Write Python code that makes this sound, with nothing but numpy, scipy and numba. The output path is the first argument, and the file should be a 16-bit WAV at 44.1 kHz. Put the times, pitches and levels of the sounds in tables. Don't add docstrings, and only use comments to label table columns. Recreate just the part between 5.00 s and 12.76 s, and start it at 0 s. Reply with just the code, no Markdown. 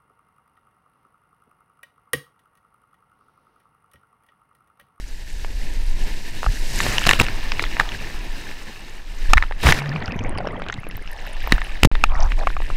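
import sys
import numpy as np
from scipy import signal
from scipy.fft import rfft, irfft
from scipy.io import wavfile
from scipy.ndimage import uniform_filter1d
from numba import njit

SR = 44100
rng = np.random.default_rng(int(sys.argv[2]) if len(sys.argv) > 2 else 0)


def int16_out(signal):
    q = np.round(np.clip(np.atleast_2d(signal).T, -1, 1) * 32767)
    wavfile.write(sys.argv[1], SR, q.astype(np.int16))


N = 342216
TIME = np.arange(N) / SR
BINS = np.maximum(np.fft.rfftfreq(N, 1 / SR), 1)
DIVE_S, DIVE_END_S = 4.75, 6.1


def undb(db):
    return 10 ** (np.asarray(db) / 20)


def unit(x):
    return x / np.sqrt(np.mean(x ** 2))


def gains(table):
    s, *columns = np.transpose(table)
    return [undb(np.interp(TIME, s, column)) for column in columns]


def surge(peak_s, peak_db, rise, fall):
    return undb(peak_db - np.maximum(rise * (peak_s - TIME), fall * (TIME - peak_s)))


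def walk(rate):
    k = max(int(SR / rate), 2)
    steps = np.repeat(rng.standard_normal(N // k + 1), k)
    return unit(uniform_filter1d(steps, k)[:N])


def even(x, seconds):
    k = int(seconds * SR)
    power = uniform_filter1d(uniform_filter1d(x ** 2, k), k)
    return x / np.sqrt(power + 1e-6)


def add(out, s, x):
    i = max(int(s * SR), 0)
    out[i:i + len(x)] += x[:max(N - i, 0)]


def scatter(start, end, per_s, spread_db, octaves):
    when, loud, high = rng.random((64, 3)).T
    s = start + (np.arange(len(when)) + when) / per_s
    return np.array([s, spread_db * (2 * loud - 1), 2 ** (octaves * (2 * high - 1))])[:, s < end]


def colour(x, points):
    hz, db = np.transpose(points)
    skirts = 1 / np.sqrt((1 + (hz[0] / BINS) ** 6) * (1 + (BINS / hz[-1]) ** 6))
    shape = undb(np.interp(np.log(BINS), np.log(hz), db))
    return unit(irfft(rfft(x) * skirts * shape, N))


# (frequency [Hz], width [Hz], boost [dB])
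CASE_MODES = [(1778, 53, 4.5), (2720, 300, 2), (3810, 330, 4), (5080, 290, 3.5), (8100, 420, -1.5)]


def case(x):
    response = 1
    for hz, width, db in CASE_MODES:
        response = response + (undb(db) - 1) / (1 + 1j * (BINS ** 2 - hz ** 2) / (BINS * width))
    return irfft(rfft(x) * response, N)


@njit
def ring(start, hz, cycles, size, glide, swell):
    out = np.zeros(N)
    for k in range(len(start)):
        n, phase = int(cycles[k] * SR / hz[k]), 0.
        first, fall, a = int(start[k]), np.exp(-6.9 / n), size[k]
        for i in range(min(n, N - first)):
            phase += 2 * np.pi * hz[k] / SR * (1 + glide * i / n)
            a *= fall
            u = min(i / (swell * n), 1.)
            out[first + i] += a * np.sin(phase) * u * u * (3 - 2 * u)
    return out


def bubbles(count, centre_hz, octaves, cycles, spread_db, glide=0.19, swell=0.11):
    when, width, side, life, near = rng.random((count, 5)).T
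    start = when * (N - 1)
    centre = np.broadcast_to(centre_hz, N)[start.astype(int)]
    hz = np.clip(centre * 2 ** (octaves * (width - side)), 30, SR / 3)
    size = undb(min(spread_db, 7) * np.minimum(-np.log(1 - near), 4))
    return unit(ring(start, hz, max(cycles, 2) * (.5 + life), size, float(glide), float(swell)))


# (time [s], level [dB])
FOAM_LEVEL = [(0, -49.5), (0.8, -43.5), (1.2, -40.5), (1.66, -38.5), (1.84, -31), (2.2, -34), (2.28, -37.5),
              (2.8, -36.5), (3.55, -41), (4.05, -47), (4.3, -40), (4.57, -51), (4.68, -24.5), (4.82, -48.5),
              (5.3, -68), (5.9, -54), (6.5, -40.5), (6.8, -45.5), (6.92, -45), (7.1, -51), (7.76, -45.5)]
# (time [s], fizz level [dB re foam], burst level [dB re noise])
SPRAY_LEVEL = [(0, -2, -7), (1.35, -5.5, -7.5), (1.7, 0, -8.5), (2.15, -8, -1.5), (2.3, -11.5, -5.5),
               (3.2, -9.5, -6), (4.3, -8, -6), (4.8, -12.5, 0), (6.6, -15, 0.5), (7.3, -10.5, 0)]
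# (time [s], level [dB])
FLOW_LEVEL = [(0, -33), (0.75, -19.5), (1.18, -20), (1.3, -28), (2.1, -19.5), (2.65, -29), (3.35, -28),
              (3.75, -39), (4.1, -33), (4.33, -13), (4.6, -28.5), (4.7, -19), (4.84, -36), (5.35, -29.5),
              (5.8, -41), (6.4, -27.5), (6.55, -19.5), (6.72, -29.5), (6.9, -13.5), (7.35, -18),
              (7.76, -16.5)]
# (frequency [Hz], level [dB])
FOAM_COLOUR = [(1000, -20), (1350, -9), (1700, 2.5), (2300, -2), (2800, 0), (3300, -6), (4000, -5),
               (5200, -8), (6500, -13), (9000, -50), (14000, -16)]
FIZZ_COLOUR = [(4500, 10), (7000, 1.5), (8200, 0.5), (10000, -6), (11800, -3), (15500, -16)]
ROAR_COLOUR = [(90, 10), (160, 3.5), (300, 2.5), (500, -3), (700, -6), (950, -3), (1200, -15.5),
               (1500, -11.5), (2200, -3.5)]


def surf(flicker_db=1.5):
    foam_gain, = gains(FOAM_LEVEL)
    fine, close = gains(SPRAY_LEVEL)
    flow_gain, = gains(FLOW_LEVEL)
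    roar_gain = np.hypot(undb(-3.5) * foam_gain, undb(-28) * flow_gain)
    crackle = bubbles(count=7000, centre_hz=2847, octaves=2.01, cycles=13.4, spread_db=3.5)
    sparkle = bubbles(count=7000, centre_hz=10000, octaves=.8, cycles=16, spread_db=4.5)
    foam = unit(case(colour(rng.standard_normal(N) + close * crackle, FOAM_COLOUR)))
    fizz = colour(rng.standard_normal(N) + close * sparkle, FIZZ_COLOUR)
    roar = colour(rng.standard_normal(N), ROAR_COLOUR) * undb(1.6 * walk(25))
    hiss = foam_gain * (undb(2) * foam + undb(1.5) * fine * fizz)
    return undb(flicker_db * walk(30)) * (hiss + undb(2.0) * roar_gain * roar)


def plop(db, hz, t60, overtone_db, knock_db, crack_db, tail_db, tail_t60):
    t = TIME[:SR // 16]
    fall = undb(-60 * (t / t60) ** 1.36)
    tone = np.sin(2 * np.pi * hz * t)
    knock = undb(knock_db) * np.sin(2 * np.pi * hz * rng.uniform(.66, .72) * t)
    overtone = undb(overtone_db) * np.sin(2 * np.pi * hz * rng.uniform(1.92, 2.02) * t)
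    crisp_band = signal.butter(1, [2500, 6000], "band", fs=SR, output="sos")
    crisp = signal.sosfilt(crisp_band, rng.standard_normal(len(t)))
    crack = undb(crack_db + 0.72 * db) * unit(crisp)
    wet_band = signal.butter(3, [650, 2900], "band", fs=SR, output="sos")
    wet = signal.sosfilt(wet_band, rng.standard_normal(len(t)))
    tail = undb(tail_db - 60 * t / tail_t60) * unit(wet)
    onset = 1 - np.exp(-t / 0.00028)
    sound = undb(db) * onset * (fall * (tone + knock + overtone + crack) + tail)
    return signal.sosfilt(signal.butter(1, 300, "high", fs=SR, output="sos"), sound)


# (time [s], ring level [dB], pitch [Hz], t60 [s], overtone [dB re ring])
DROPS_ON_CASE = [(0.4471, -12.5, 920, 0.0022, -3), (1.431, -7.5, 1170, 0.0029, -13),
                 (1.443, -12, 1190, 0.0038, -18), (1.4638, -9.5, 1240, 0.011, -26),
                 (1.8036, -2, 1820, 0.0036, -9), (1.8652, -3.5, 840, 0.0025, -2),
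                 (1.9822, 1, 2880, 0.0038, -10.5), (2.053, -6.5, 2350, 0.0028, -13),
                 (2.067, -4, 2280, 0.0033, 0.5), (2.0915, 12, 2750, 0.0039, -11.5),
                 (2.111, 10.5, 1870, 0.0038, -11), (2.1336, 0.5, 2900, 0.0043, -19),
                 (2.1995, 11, 2400, 0.0027, -17), (2.5195, -2, 2430, 0.0023, -6.5),
                 (2.595, -2, 2120, 0.0043, -14), (2.6396, -8, 2030, 0.0043, -9),
                 (2.768, -8, 1740, 0.0021, -23), (2.7987, 4.5, 1700, 0.0058, -31),
                 (2.809, -8.5, 1230, 0.0096, -15), (4.334, 12, 1232, 0.0064, -5),
                 (4.3725, -1.5, 1800, 0.0061, -20), (4.379, 2, 2090, 0.0072, -29),
                 (4.425, -4, 1830, 0.0052, -15.5), (4.437, -16, 1330, 0.0091, -13),
                 (4.5105, -18, 810, 0.012, -6), (4.5228, -14.5, 1850, 0.0045, -22),
                 (4.6693, 2, 1140, 0.0045, -1), (4.6892, 1, 1580, 0.0045, -8),
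                 (4.7231, 13, 2020, 0.0025, -23), (6.4741, -10.5, 1066, 0.0047, -5.5),
                 (6.5222, 12, 1900, 0.0033, -11.5), (6.8328, 9.5, 1390, 0.0033, 0.5),
                 (6.8492, 2, 710, 0.0017, 4), (6.9151, -11, 646, 0.0021, -10),
                 (6.9531, -5.5, 1670, 0.0026, -7), (7.0388, 6.5, 1270, 0.0074, -4),
                 (7.3198, -6.5, 2030, 0.0024, -23), (7.471, -4.5, 1133, 0.011, -10),
                 (7.5668, -14, 1180, 0.011, -11)]
# (start [s], end [s], middle ring level [dB], middle pitch [Hz])
DRIP_SHOWERS = [(1.98, 2.32, -12, 2100), (2.621, 2.98, -18, 2100), (6.531, 6.68, -13.5, 1570),
                (7.38, 7.75, -17.5, 1200)]


def drops():
    out = np.zeros(N)
    drips = []
    for start, end, level, hz in DRIP_SHOWERS:
        for s, db, ratio in scatter(start, end, per_s=17, spread_db=3, octaves=0.68).T:
            drips.append((s, level + db, hz * ratio, 0.0056, -14.5))
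    for s, db, hz, t60, overtone_db in DROPS_ON_CASE + drips:
        add(out, s, plop(db, hz, t60, overtone_db, knock_db=-4.0, crack_db=-28, tail_db=-17.5, tail_t60=0.019))
    return undb(0.5) * case(out)


# (time [s], length [s], level [dB])
SHEETS_ON_CASE = [(1.787, 0.23, -29), (2.064, 0.014, -12.5), (2.08, 0.038, -19.5), (2.129, 0.0089, -17),
                  (2.14, 0.03, -28.5), (2.189, 0.021, -17), (2.21, 0.0096, -10.5), (2.226, 0.024, -26.5),
                  (2.622, 0.0071, -22.5), (2.79, 0.035, -29.5), (4.292, 0.026, -32.5), (4.626, 0.032, -20),
                  (4.647, 0.081, -15), (4.722, 0.089, -28.5), (6.499, 0.065, -37), (6.833, 0.0025, 0.5),
                  (6.846, 0.0096, -6.5)]


def sheets():
    force = np.zeros(N)
    for s, length, db in SHEETS_ON_CASE:
        add(force, s, undb(db) * signal.windows.tukey(max(int(length * SR), 8), .45))
    patter = bubbles(count=40000, centre_hz=2460, octaves=2.31, cycles=3.55, spread_db=2.0)
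    rush_colour = [(90, 19), (200, 8), (500, 2.5), (2000, -4.0), (5000, -11.5), (15000, -19.5)]
    rush = colour(rng.standard_normal(N), rush_colour)
    return force * even(case(patter + undb(1.5) * rush), 0.0082)


# (frequency [Hz], level [dB])
EDDY_COLOUR = [(8, 4.5), (17, 5), (28, -1), (45, -12), (70, -23), (110, -33.5), (200, -44), (400, -68)]
# (time [s], level [dB], frequency [Hz])
WATER_PUSHES = [(1.47, -3.5, 30.2), (1.491, -16, 95), (2.207, -15, 60), (4.289, -1, 21.6),
                (4.357, -3.5, 50.3), (4.654, -1.5, 88), (4.668, -5, 61), (4.687, -11, 130),
                (5.784, -20.5, 114), (5.95, -23.5, 79), (6.523, -3.5, 253), (6.539, -5, 35.7),
                (6.83, -3.5, 70.5), (6.848, 0, 405), (6.85, 0.5, 124), (6.868, -13, 246)]


def buffet():
    flow_gain, = gains(FLOW_LEVEL)
    eddies = even(colour(rng.standard_normal(N), EDDY_COLOUR), 0.12)
    gusts = undb(2.5 * walk(6.3))
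    out = undb(4.0) * flow_gain * eddies * gusts
    t = TIME[:SR // 4]
    for s, db, hz in WATER_PUSHES:
        turn = hz * t
        add(out, s, undb(db) * np.sin(2 * np.pi * turn) * np.exp(-turn ** 2) * (1 - np.exp(-turn / 0.06)))
    return .8 * np.tanh(out / .8)


# (peak time [s], peak level [dB], rise [dB/s], fall [dB/s])
BUBBLE_CLOUD = [(5.17, -28.5, 28, 21.5), (5.57, -27, 11, 78), (4.96, -33, 10, 11.5), (4.83, -47.5, 10, 27),
                (4.94, -37, 10, 13.5)]
# (peak time [s], peak level [dB], rise [dB/s], fall [dB/s])
TRAPPED_POCKET = (4.96, -27.5, 8, 190)
# (frequency [Hz], level [dB])
CHURN_COLOUR = [(250, 4.5), (800, 9), (1200, 3), (1800, 5), (2700, -1), (4000, -20), (6000, -39),
                (9000, -39), (15000, -38)]


def underwater():
    submerged = uniform_filter1d(1. * ((TIME > DIVE_S) & (TIME < DIVE_END_S)), size=3000)
    big_gain, middle_gain, small_gain, tiny_gain, churn_gain = (surge(*row) for row in BUBBLE_CLOUD)
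    big = bubbles(count=1400, centre_hz=188, octaves=1.62, cycles=8.1, spread_db=2.5)
    middle = bubbles(count=2400, centre_hz=717, octaves=1.14, cycles=15.7, spread_db=3.5, glide=.1, swell=.2)
    small = bubbles(count=2900, centre_hz=1940, octaves=0.93, cycles=29, spread_db=6.5, glide=0.065, swell=0.21)
    ticks = bubbles(count=2600, centre_hz=4300, octaves=.8, cycles=20, spread_db=4.5, glide=.04, swell=.2)
    fine = bubbles(count=3000, centre_hz=9250, octaves=0.76, cycles=17, spread_db=7.0)
    pocket_hz = 144 * (1 + 0.056 * walk(35))
    throb = np.sqrt(2) * np.sin(2 * np.pi * np.cumsum(pocket_hz) / SR) * undb(2 * walk(40))
    churn = churn_gain * colour(rng.standard_normal(N), CHURN_COLOUR) * undb(2 * walk(70))
    gurgle = undb(1.0) * big_gain * even(big, 0.089) + undb(-7.5) * middle_gain * even(middle, 0.17)
    prickle = undb(-3.0) * small_gain * even(small, 0.066) + tiny_gain * (ticks + undb(-13) * fine)
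    return submerged * (churn + gurgle + prickle + surge(*TRAPPED_POCKET) * throb)


# (time [s], ring level [dB], pitch [Hz], t60 [s])
CLOSE_GULPS = [(4.7885, -8, 2350, 0.0041), (4.9605, -10.5, 1220, 0.0062), (5.3851, -8.5, 760, 0.0052),
               (5.4042, -16, 720, 0.029), (5.4712, -7, 540, 0.011), (5.6192, -7.5, 653, 0.003),
               (5.686, -7, 3170, 0.0013), (5.6992, -7, 1440, 0.0056), (5.7266, -11.5, 1870, 0.0068),
               (5.741, -12, 3680, 0.0022), (5.8678, -14.5, 503, 0.0055)]


def gulps():
    out = np.zeros(N)
    bursts = []
    for s, db, ratio in scatter(DIVE_S, DIVE_END_S, per_s=14, spread_db=2.5, octaves=1.0).T:
        faded_db = -13 + db - 5.5 * (s - DIVE_S)
        bursts.append((s, faded_db, 1650 * ratio, 0.0049))
    for s, db, hz, t60 in CLOSE_GULPS + bursts:
        add(out, s, plop(db, hz, t60, overtone_db=-11, knock_db=-13, crack_db=-49, tail_db=-17, tail_t60=0.029))
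    return undb(-2) * out


# (time [s], level before decay [dB], pitch [Hz], t60 [s])
LOUD_SNAPS = [(4.893, -17, 4770, 0.0042), (5.059, -15.5, 4800, 0.0048), (5.239, -25, 6340, 0.0034),
              (5.385, -21, 4660, 0.011), (5.473, -27, 5370, 0.011), (5.969, -16, 13600, 0.0023),
              (6.132, -24, 9400, 0.0015), (6.475, -20, 14300, 0.0073)]


def snaps():
    faint = []
    for s, db, ratio in scatter(DIVE_S, 6.8, per_s=9, spread_db=10, octaves=0.52).T:
        hz = ratio * (4620 + 3650 * (s - DIVE_S))
        faint.append((s, -30.5 + db, hz, 0.0049))
    s, db, hz, t60 = np.transpose(LOUD_SNAPS + faint)
    return ring(s * SR, 1. * hz, hz * t60, undb(db), .06, .07)


# (time [s], length [s], level [dB], pitch [Hz])
WATER_SURGES = [(2.2, 0.35, -46, 990), (2.75, 0.17, -42, 980), (4.28, 0.2, -45, 1130),
                (6.037, 0.42, -44.5, 743), (6.42, 0.18, -40, 870), (6.58, 0.24, -47.5, 840),
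                (7.075, 0.23, -31, 970), (7.373, 0.078, -32, 820)]
# (peak time [s], peak level [dB], rise [dB/s], fall [dB/s])
QUIET_LAPPING = (3.0, -48.5, 11, 5)


def slosh():
    flow = surge(*QUIET_LAPPING)
    for s, length, db, _ in WATER_SURGES:
        add(flow, s, undb(db) * signal.windows.tukey(int(length * SR), 0.48))
    s, length, _, hz = np.transpose(WATER_SURGES)
    pitch = np.interp(TIME, s + length / 2, hz)
    gurgle = bubbles(count=10000, centre_hz=pitch, octaves=0.79, cycles=10.7, spread_db=3.5,
                     glide=0.071, swell=0.19)
    trickle = bubbles(count=3500, centre_hz=2900, octaves=1.76, cycles=27, spread_db=8.0, glide=.05)
    return flow * (even(gurgle, 0.2) + undb(-8) * trickle)


# (start [s], end [s])
SILENT_SPAN = (6.873, 6.915)


def scene():
    audible = uniform_filter1d(1. * ((TIME < SILENT_SPAN[0]) | (TIME > SILENT_SPAN[1])), size=40)
    on_case = drops() + sheets() + buffet()
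    below = underwater() + gulps() + snaps()
    return ((surf() + on_case + below + slosh()) * audible)[None]


def record(dry):
    clipped = dry / (1 + (dry / .98) ** 6) ** (1 / 6)
    return signal.sosfilt(signal.ellip(8, .2, 70, 15500, fs=SR, output="sos"), clipped)


dry = scene()
out = record(dry)
int16_out(out)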